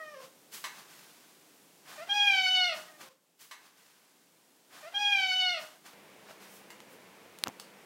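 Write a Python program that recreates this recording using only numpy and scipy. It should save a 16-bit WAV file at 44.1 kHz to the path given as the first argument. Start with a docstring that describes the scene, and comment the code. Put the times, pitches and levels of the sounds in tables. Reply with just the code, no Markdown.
"""Cat in a bathroom, then a humming bedroom

A cat on a toilet seat in a small tiled room: the falling end of a moan, a rustle and a snap, then a chirp
and a long meow between soft rasps. This bout sounds twice, fading in the second time. A humming bedroom
follows, where bedding rustles, something knocks softly, and fingers scuff and click against a camera.
The voice is a stack of harmonics plus air noise; rustles and snaps are shaped noise; clicks are short rings."""
import sys
import numpy as np
from scipy import signal
from scipy.fft import rfft, irfft, next_fast_len
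from scipy.io import wavfile
from scipy.ndimage import map_coordinates

SR = 44100
rng = np.random.default_rng(int(sys.argv[2]) if len(sys.argv) > 2 else 0)


def put_to_file(sound):
    """Save the sound as 16-bit audio at rate SR, in the file named by the first command-line argument."""
    columns = np.atleast_2d(sound).T  # one column per channel
    safe = np.clip(columns, -1, 1)
    whole_steps = np.round(safe * 32767)
    wavfile.write(sys.argv[1], SR, whole_steps.astype(np.int16))


N = 346185  # length of the whole sound [samples]


def amp(db):
    """Turn decibels into a plain multiplier."""
    return 10 ** (np.asarray(db) / 20)


def unit(x):
    """Scale to an average (rms) strength of 1."""
    return x / np.sqrt(np.mean(x ** 2) + 1e-20)


def along(points, hz):
    """Read a (frequency, value) table at any frequency, on a log axis like our hearing."""
    table_hz, values = np.transpose(points)
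    return np.interp(np.log(hz + 1), np.log(table_hz), values)


def curves(rows, t):
    """Draw a line through each column after the time, and read it at the times t."""
    times, *columns = np.transpose(rows)
    return [np.interp(t, times, column) for column in columns]


def wobble(rate, size):
    """A smooth random curve with `rate` random points a second."""
    knots = rng.standard_normal(int(size * rate / SR) + 4)
    return map_coordinates(knots, [np.arange(size) * rate / SR])


def noise(spectrum, size, tilt_db=0):
    """Hiss of rms 1 coloured by a spectrum; the tilt [dB per octave] acts above 700 Hz."""
    padded = next_fast_len(size)
    hz = np.fft.rfftfreq(padded, 1 / SR)
    gain = amp(along(spectrum, hz) + tilt_db * np.log2(np.maximum(hz, 700)))
    coloured = irfft(rfft(rng.standard_normal(padded)) * gain, padded)
    return unit(coloured[:size])


def add(track, s, x):
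    """Mix x into the track, starting at second s."""
    start = max(round(s * SR), 0)
    track[start:start + len(x)] += x[:max(N - start, 0)]


def bump(x, centre, width):
    """A bell shape with its top at 1."""
    return np.exp(-.5 * ((x - centre) / width) ** 2)


def held(t, attack_s, release_s):
    """Rise, hold and fall, from 0 to 1 and back."""
    return np.clip(np.minimum((t - t[0]) / attack_s, (t[-1] - t) / release_s), 0, 1)


def glide(rows):
    """The times of a call and its pitch at each."""
    t = np.arange(rows[0][0], rows[-1][0], 1 / SR)
    return t, curves(rows, t)[0]


# how long the echo takes to fall by 60 dB between tiled walls: (frequency [Hz], fall time [s])
ECHO_TIMES = [(300, 0.88), (1500, 0.57), (3500, 0.4), (7000, 0.22), (14000, 0.073)]


def room(x, wet_db, early_t60=0.23, late_db=-8):
    """Direct sound, a dense answer of the near walls, and a weaker tail that dies sooner in the treble."""
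    hz, t, z = signal.stft(rng.standard_normal(SR * 3 // 4), SR, nperseg=256)
    early = amp(-60 * t / early_t60)
    late = amp(late_db - 60 * t / along(ECHO_TIMES, hz)[:, None])
    bright = hz / (hz + 600)  # tiles throw back more treble than bass
    tail = signal.istft(z * (early + late) * bright[:, None], SR, nperseg=256)[1]
    echo = amp(wet_db) * tail / np.linalg.norm(tail)
    response = np.concatenate([[1], np.zeros(SR // 300), echo])  # the echo waits 1/300 s
    return signal.fftconvolve(x, response / np.linalg.norm(response))


# level of the voice's harmonics by frequency, as heard: (frequency [Hz], level [dB])
VOICE_COLOUR = [(700, 2), (1480, -2), (1650, 0), (2100, -5), (3800, -11.5), (5800, -11.5), (7300, -26),
                (9000, -26), (11000, -37.5), (13000, -30), (15500, -48.5)]


def call(pitch, strong_db, strong_hz, upper_db, jitter, rasp_db, tilt_db):
    """Harmonics of the vocal folds, coloured and lifted in two regions, with air noise gated once a cycle."""
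    size = len(pitch)
    slack = (pitch.max() / pitch) ** 9  # the folds grow unsteady as they slacken and the pitch falls
    pitch = pitch * (1 + jitter * slack * (wobble(70, size) + .9 * wobble(400, size)))
    phase = 2 * np.pi * np.cumsum(pitch) / SR
    out = np.zeros(size)
    for k in range(1, 21):
        hz = k * pitch
        strong = strong_db * bump(hz, strong_hz, 486)
        upper = upper_db * bump(hz, 4220, 550)
        shape_db = along(VOICE_COLOUR, hz) + strong + upper
        flicker_db = .7 * wobble(30, size)  # per octave: the higher harmonics are less steady
        out += amp(shape_db + (tilt_db + flicker_db) * np.log2(k)) * np.sin(k * phase)
    air = noise([(70, -26.5), (190, 1), (380, -3), (600, -12), (900, -13.5), (2600, 4.5), (5500, 3.5),
                 (7200, -27.5), (13000, -21), (16000, -27.5)], size)  # (frequency [Hz], level [dB])
    out += amp(rasp_db + .18 * upper_db) * air * (1 + np.cos(phase))  # a tighter throat rasps more
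    flutter_db = np.minimum(200 * jitter * slack, 3.2)
    return out * amp(flutter_db * wobble(160, size))  # slack folds also flutter in level


# the long meow holds high, steps down and collapses; the third column is the strongest region of the
# tone, shifted by room echoes too: (time [s], pitch [Hz], strongest region [Hz])
MEOW_PATH = [(2.086, 799.4, 3220), (2.15, 826.8, 3200), (2.2, 821, 2950), (2.265, 815.8, 2820),
             (2.32, 785, 2700), (2.37, 759.4, 2660), (2.46, 746, 2560), (2.53, 744, 3020), (2.6, 738, 2660),
             (2.68, 711.6, 2600), (2.73, 628.5, 2750), (2.775, 580, 2700)]
STRONG_DB = 19.7  # lift of that region
CLIMAX_S, CLIMAX_WIDTH_S, CLIMAX_DB = 2.228, .042, 11.5  # it stands out most here, by this much extra
CLOSE_S, SHUT_TILT_DB = 0.13, -3.5  # the mouth shuts at the end and dulls the voice, per octave
EFFORT_DB, FULL_S, BUILD_DB_PER_S, SAG_DB_PER_S = -33, 2.17, 95, 6  # the voice builds fast and sags slowly
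UPPER_FROM_HZ, UPPER_DB_PER_HZ, UPPER_MAX_DB = 791, 0.29, 17.5  # an upper region grows as the pitch falls


def meow():
    """A long voice that rings most near the top pitch, then brighter and raspier until the mouth shuts."""
    t, pitch = glide(MEOW_PATH)
    strong_hz = curves(MEOW_PATH, t)[1]
    opening = held(t, attack_s=.012, release_s=CLOSE_S)
    strong_db = opening * (STRONG_DB + CLIMAX_DB * bump(t, CLIMAX_S, CLIMAX_WIDTH_S))
    upper_db = opening * np.minimum(UPPER_DB_PER_HZ * (UPPER_FROM_HZ - pitch), UPPER_MAX_DB)
    effort_db = EFFORT_DB - np.maximum(BUILD_DB_PER_S * (FULL_S - t), SAG_DB_PER_S * (t - FULL_S))
    voice = call(pitch, strong_db, strong_hz, upper_db, jitter=.0012, rasp_db=-17.3,
                 tilt_db=SHUT_TILT_DB * (1 - opening))
    return room(amp(effort_db) * held(t, attack_s=.005, release_s=.06) * voice, wet_db=-2.7)


# the chirp that leads into the meow dips and rises: (time [s], pitch [Hz])
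CHIRP_PATH = [(1.975, 625), (2.0, 595), (2.024, 680), (2.052, 720)]


def chirp():
    """A short soft note with the mouth barely open."""
    t, pitch = glide(CHIRP_PATH)
    voice = call(pitch, strong_db=6, strong_hz=2400, upper_db=-1, jitter=0.0017, rasp_db=-26.0, tilt_db=-3.5)
    return room(amp(-44.5) * held(t, attack_s=.012, release_s=0.017) * voice, wet_db=-3.5)


# the falling end of a softer meow: (time [s], pitch [Hz])
MOAN_PATH = [(0, 637), (.1, 605.3), (.14, 585.5), (.178, 514.5), (.205, 527.3), (.29, 478)]


def moan():
    """A soft meow that dulls and breaks up as the mouth closes."""
    t, pitch = glide(MOAN_PATH)
    closing = t / t[-1]
    voice = call(pitch, strong_db=14.5 - 33.6 * closing, strong_hz=1620 + 400 * closing, upper_db=-8,
                 jitter=.0035, rasp_db=-21, tilt_db=-2.5)
    return room(amp(-50.5 + 4.3 * closing) * held(t, attack_s=0.0019, release_s=0.12) * voice, wet_db=-3.5)


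def swell(spectrum, rise, t60, tilt_db):
    """Noise that grows for three rise times, then dies away by 60 dB in t60 seconds."""
    t = np.arange(round((3 * rise + t60) * SR)) / SR - 3 * rise  # the peak is at time 0
    envelope = np.where(t < 0, bump(t, 0, rise), amp(-60 * np.maximum(t, 0) / t60))
    return envelope * noise(spectrum, len(t), tilt_db)


# colour of stirring fur, cloth or breathy rasps: (frequency [Hz], level [dB per Hz])
RUSTLE_COLOUR = [(88, -40), (150, -10.5), (339, -13.5), (550, -13), (1170, -4), (1400, -7), (1510, -2),
                 (1730, -5.5), (3100, -5.5), (5030, -5.5), (15500, -10.5)]


def rustles(rows):
    """Soft swells of noise, made slightly grainy by a fast random level."""
    out = np.zeros(N)
    for s, db, rise, t60, tilt_db in rows:
        add(out, s - 3 * rise, amp(db) * swell(RUSTLE_COLOUR, rise, t60, tilt_db))
    return out * amp(0.78 * wobble(130, N))


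# colour of a snap or tick: (frequency [Hz], level [dB per Hz])
SNAP_COLOUR = [(150, -36), (550, -29), (900, 0.5), (1300, -4.5), (2100, -5.5), (2800, -11), (7000, -16.5),
               (8000, -15.5), (15500, -26)]


def snaps(rows):
    """Short bursts of noise, each with its own share of echo from the walls."""
    out = np.zeros(N)
    for s, db, t60, tilt_db, wet_db in rows:
        burst = swell(SNAP_COLOUR, 0.00027, t60, tilt_db)
        add(out, s, amp(db) * room(burst, wet_db))
    return out


# a small knock among the bedding at 6.308 s, then contacts on the camera case:
# (time [s], level [dB], ring [Hz], time to fall 60 dB [s])
KNOCK_AND_CLICKS = [(6.308, -45, 640, 0.065), (7.4381, -7, 4306, 0.0021), (7.4724, -18.5, 1270, .0045),
                    (7.482, -32, 253, .022), (7.482, -25, 6300, .0027), (7.49, -33, 1000, 0.0065),
                    (7.4985, -38, 800, .008)]
# colour of a finger sliding on the case: (frequency [Hz], level [dB per Hz])
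SCUFF_COLOUR = [(47, -41), (80, -15), (125, 0), (1260, 0), (2430, -11), (3390, -9), (4610, -18),
                (6710, -22), (8550, -32), (15500, -26)]
OVERTONE_RATIO, OVERTONE_DB = 2.1, -8  # the knock and every click also ring a higher mode


def knock_and_handling():
    """A small dry knock, then heavily damped clicks of the camera case and a finger sliding over it."""
    out, t = np.zeros(N), np.arange(SR // 20) / SR
    for s, db, hz, t60 in KNOCK_AND_CLICKS:
        overtone = amp(OVERTONE_DB) * np.sin(2 * np.pi * OVERTONE_RATIO * hz * t)
        ring = amp(-60 * t / t60) * (np.sin(2 * np.pi * hz * t) + overtone)
        crack = amp(-18 - 60 * t / .007) * rng.standard_normal(len(t))
        add(out, s, amp(db) * (ring + crack))
    add(out, 7.453, amp(-40.5) * swell(SCUFF_COLOUR, rise=.0042, t60=.085, tilt_db=-.3))
    return out


# fur or cloth stirring around the snap:
# (time [s], level [dB], rise [s], time to fall 60 dB [s], tilt [dB per octave])
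FUR_RUSTLES = [(.245, -52, .03, 0.24, -2.5), (.546, -42, .015, .45, 0.5), (.8, -51.5, .08, .42, -2.5),
               (.93, -54.5, 0.039, 2.3, -1.5)]
# airy swells around the long meow:
# (time [s], level [dB], rise [s], time to fall 60 dB [s], tilt [dB per octave])
AIRY_RASPS = [(1.92, -48.5, 0.039, 1, -3), (2.078, -49, .003, .17, -5), (2.775, -46, .025, .55, -2.5),
              (3.02, -48.5, 0.017, 0.41, -3)]
# the snap: (time [s], level [dB], time to fall 60 dB [s], tilt [dB per octave], echo against direct [dB])
BATHROOM_SNAPS = [(.640, -26.5, 0.047, -.8, 3.5)]
# colour of the bathroom's hush: (frequency [Hz], level [dB per Hz])
BATHROOM_COLOUR = [(18, -76.5), (30, -59), (161, -4), (251, -6), (286, -2.5), (566, -7.5), (662, -8.5),
                   (838, -9), (1150, -13.5), (2270, -14.5), (3450, -14.5), (3830, -15.5), (7580, -15.5),
                   (15800, -19.5)]
# the bout and its repeat: (delay of moan, rustle and snap [s], delay of chirp, meow and rasps [s], end [s])
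BOUT_TIMES = [(0, 0, 3.09), (2.871, 2.8503, 5.94)]
BATHROOM_DB = -61  # the hush, before the repeat's own level
FADE_FROM_S, FADE_S, REPEAT_DB = 2.22, 2.8, -2.3  # the repeat grows evenly from silence to this level


def bathroom():
    """Moan, rustle, snap, chirp and meow over a hush; the repeat fades in under the first bout."""
    t = np.arange(N) / SR
    lead_in = rustles(FUR_RUSTLES) + snaps(BATHROOM_SNAPS)
    add(lead_in, MOAN_PATH[0][0], moan())
    cry = rustles(AIRY_RASPS)
    add(cry, CHIRP_PATH[0][0], chirp())
    add(cry, MEOW_PATH[0][0], meow())
    bouts = []
    for lead_in_delay, cry_delay, end in BOUT_TIMES:
        bout = amp(BATHROOM_DB) * noise(BATHROOM_COLOUR, N)
        add(bout, lead_in_delay, lead_in)
        add(bout, cry_delay, cry)
        bouts.append(bout * (t < end))
    first, repeat = bouts
    fade_in = np.clip((t - FADE_FROM_S) / FADE_S, 0, 1)
    return first + amp(REPEAT_DB) * repeat * fade_in


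# bedding stirring: (time [s], level [dB], rise [s], time to fall 60 dB [s], tilt [dB per octave])
BEDDING_RUSTLES = [(6.31, -52.5, 0.027, .26, -4.5), (6.44, -54, .025, .5, -2), (6.57, -55, .06, 0.27, 3),
                   (6.935, -59.5, 0.03, 0.22, 5.5)]
# small ticks: (time [s], level [dB], time to fall 60 dB [s], tilt [dB per octave], echo against direct [dB])
BEDROOM_TICKS = [(6.703, -40.5, .038, 1, 0), (6.803, -42, 0.0093, 0.52, -8), (7.387, -40, 0.009, 4.5, -7),
                 (7.598, -32, 0.01, 3, -2.5)]
# colour of the bedroom's hush: (frequency [Hz], level [dB per Hz])
BEDROOM_COLOUR = [(18, -72), (30, -42), (42, -38), (90, -14), (149, -10.5), (193, -2), (226, -5), (362, -5),
                  (471, -2.5), (716, -7.5), (860, -6.5), (1310, -11), (2270, -10), (4150, -18.5),
                  (15800, -26)]
BEDROOM_FROM_S, BEDROOM_DB = 5.93, -56  # start and level of the hush


def bedroom():
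    """A steady hush with a low wavering hum, stirring bedding and small ticks."""
    t = np.arange(N) / SR
    hum_level = amp(-12.0 + 2.5 * wobble(5, N))  # against the hush
    hum = hum_level * np.sin(2 * np.pi * 197 * t + .5 * wobble(6, N))
    hush = amp(BEDROOM_DB) * (noise(BEDROOM_COLOUR, N) + hum)
    return hush * (t > BEDROOM_FROM_S) + rustles(BEDDING_RUSTLES) + snaps(BEDROOM_TICKS)


def scene():
    """Add up both rooms, the knock and the handling, as one channel."""
    return (bathroom() + bedroom() + knock_and_handling())[None]


TOP_HZ = 15850  # nothing is kept from here up


def record(dry):
    """The small microphone loses the deep bass; the camera keeps nothing above its band limit."""
    thin = signal.sosfilt(signal.butter(2, 95, "highpass", fs=SR, output="sos"), dry)
    m = next_fast_len(N + SR // 2)
    kept = np.fft.rfftfreq(m, 1 / SR) < TOP_HZ
    return irfft(rfft(thin, m) * kept, m)[..., :N]


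dry = scene()
out = record(dry)
put_to_file(out)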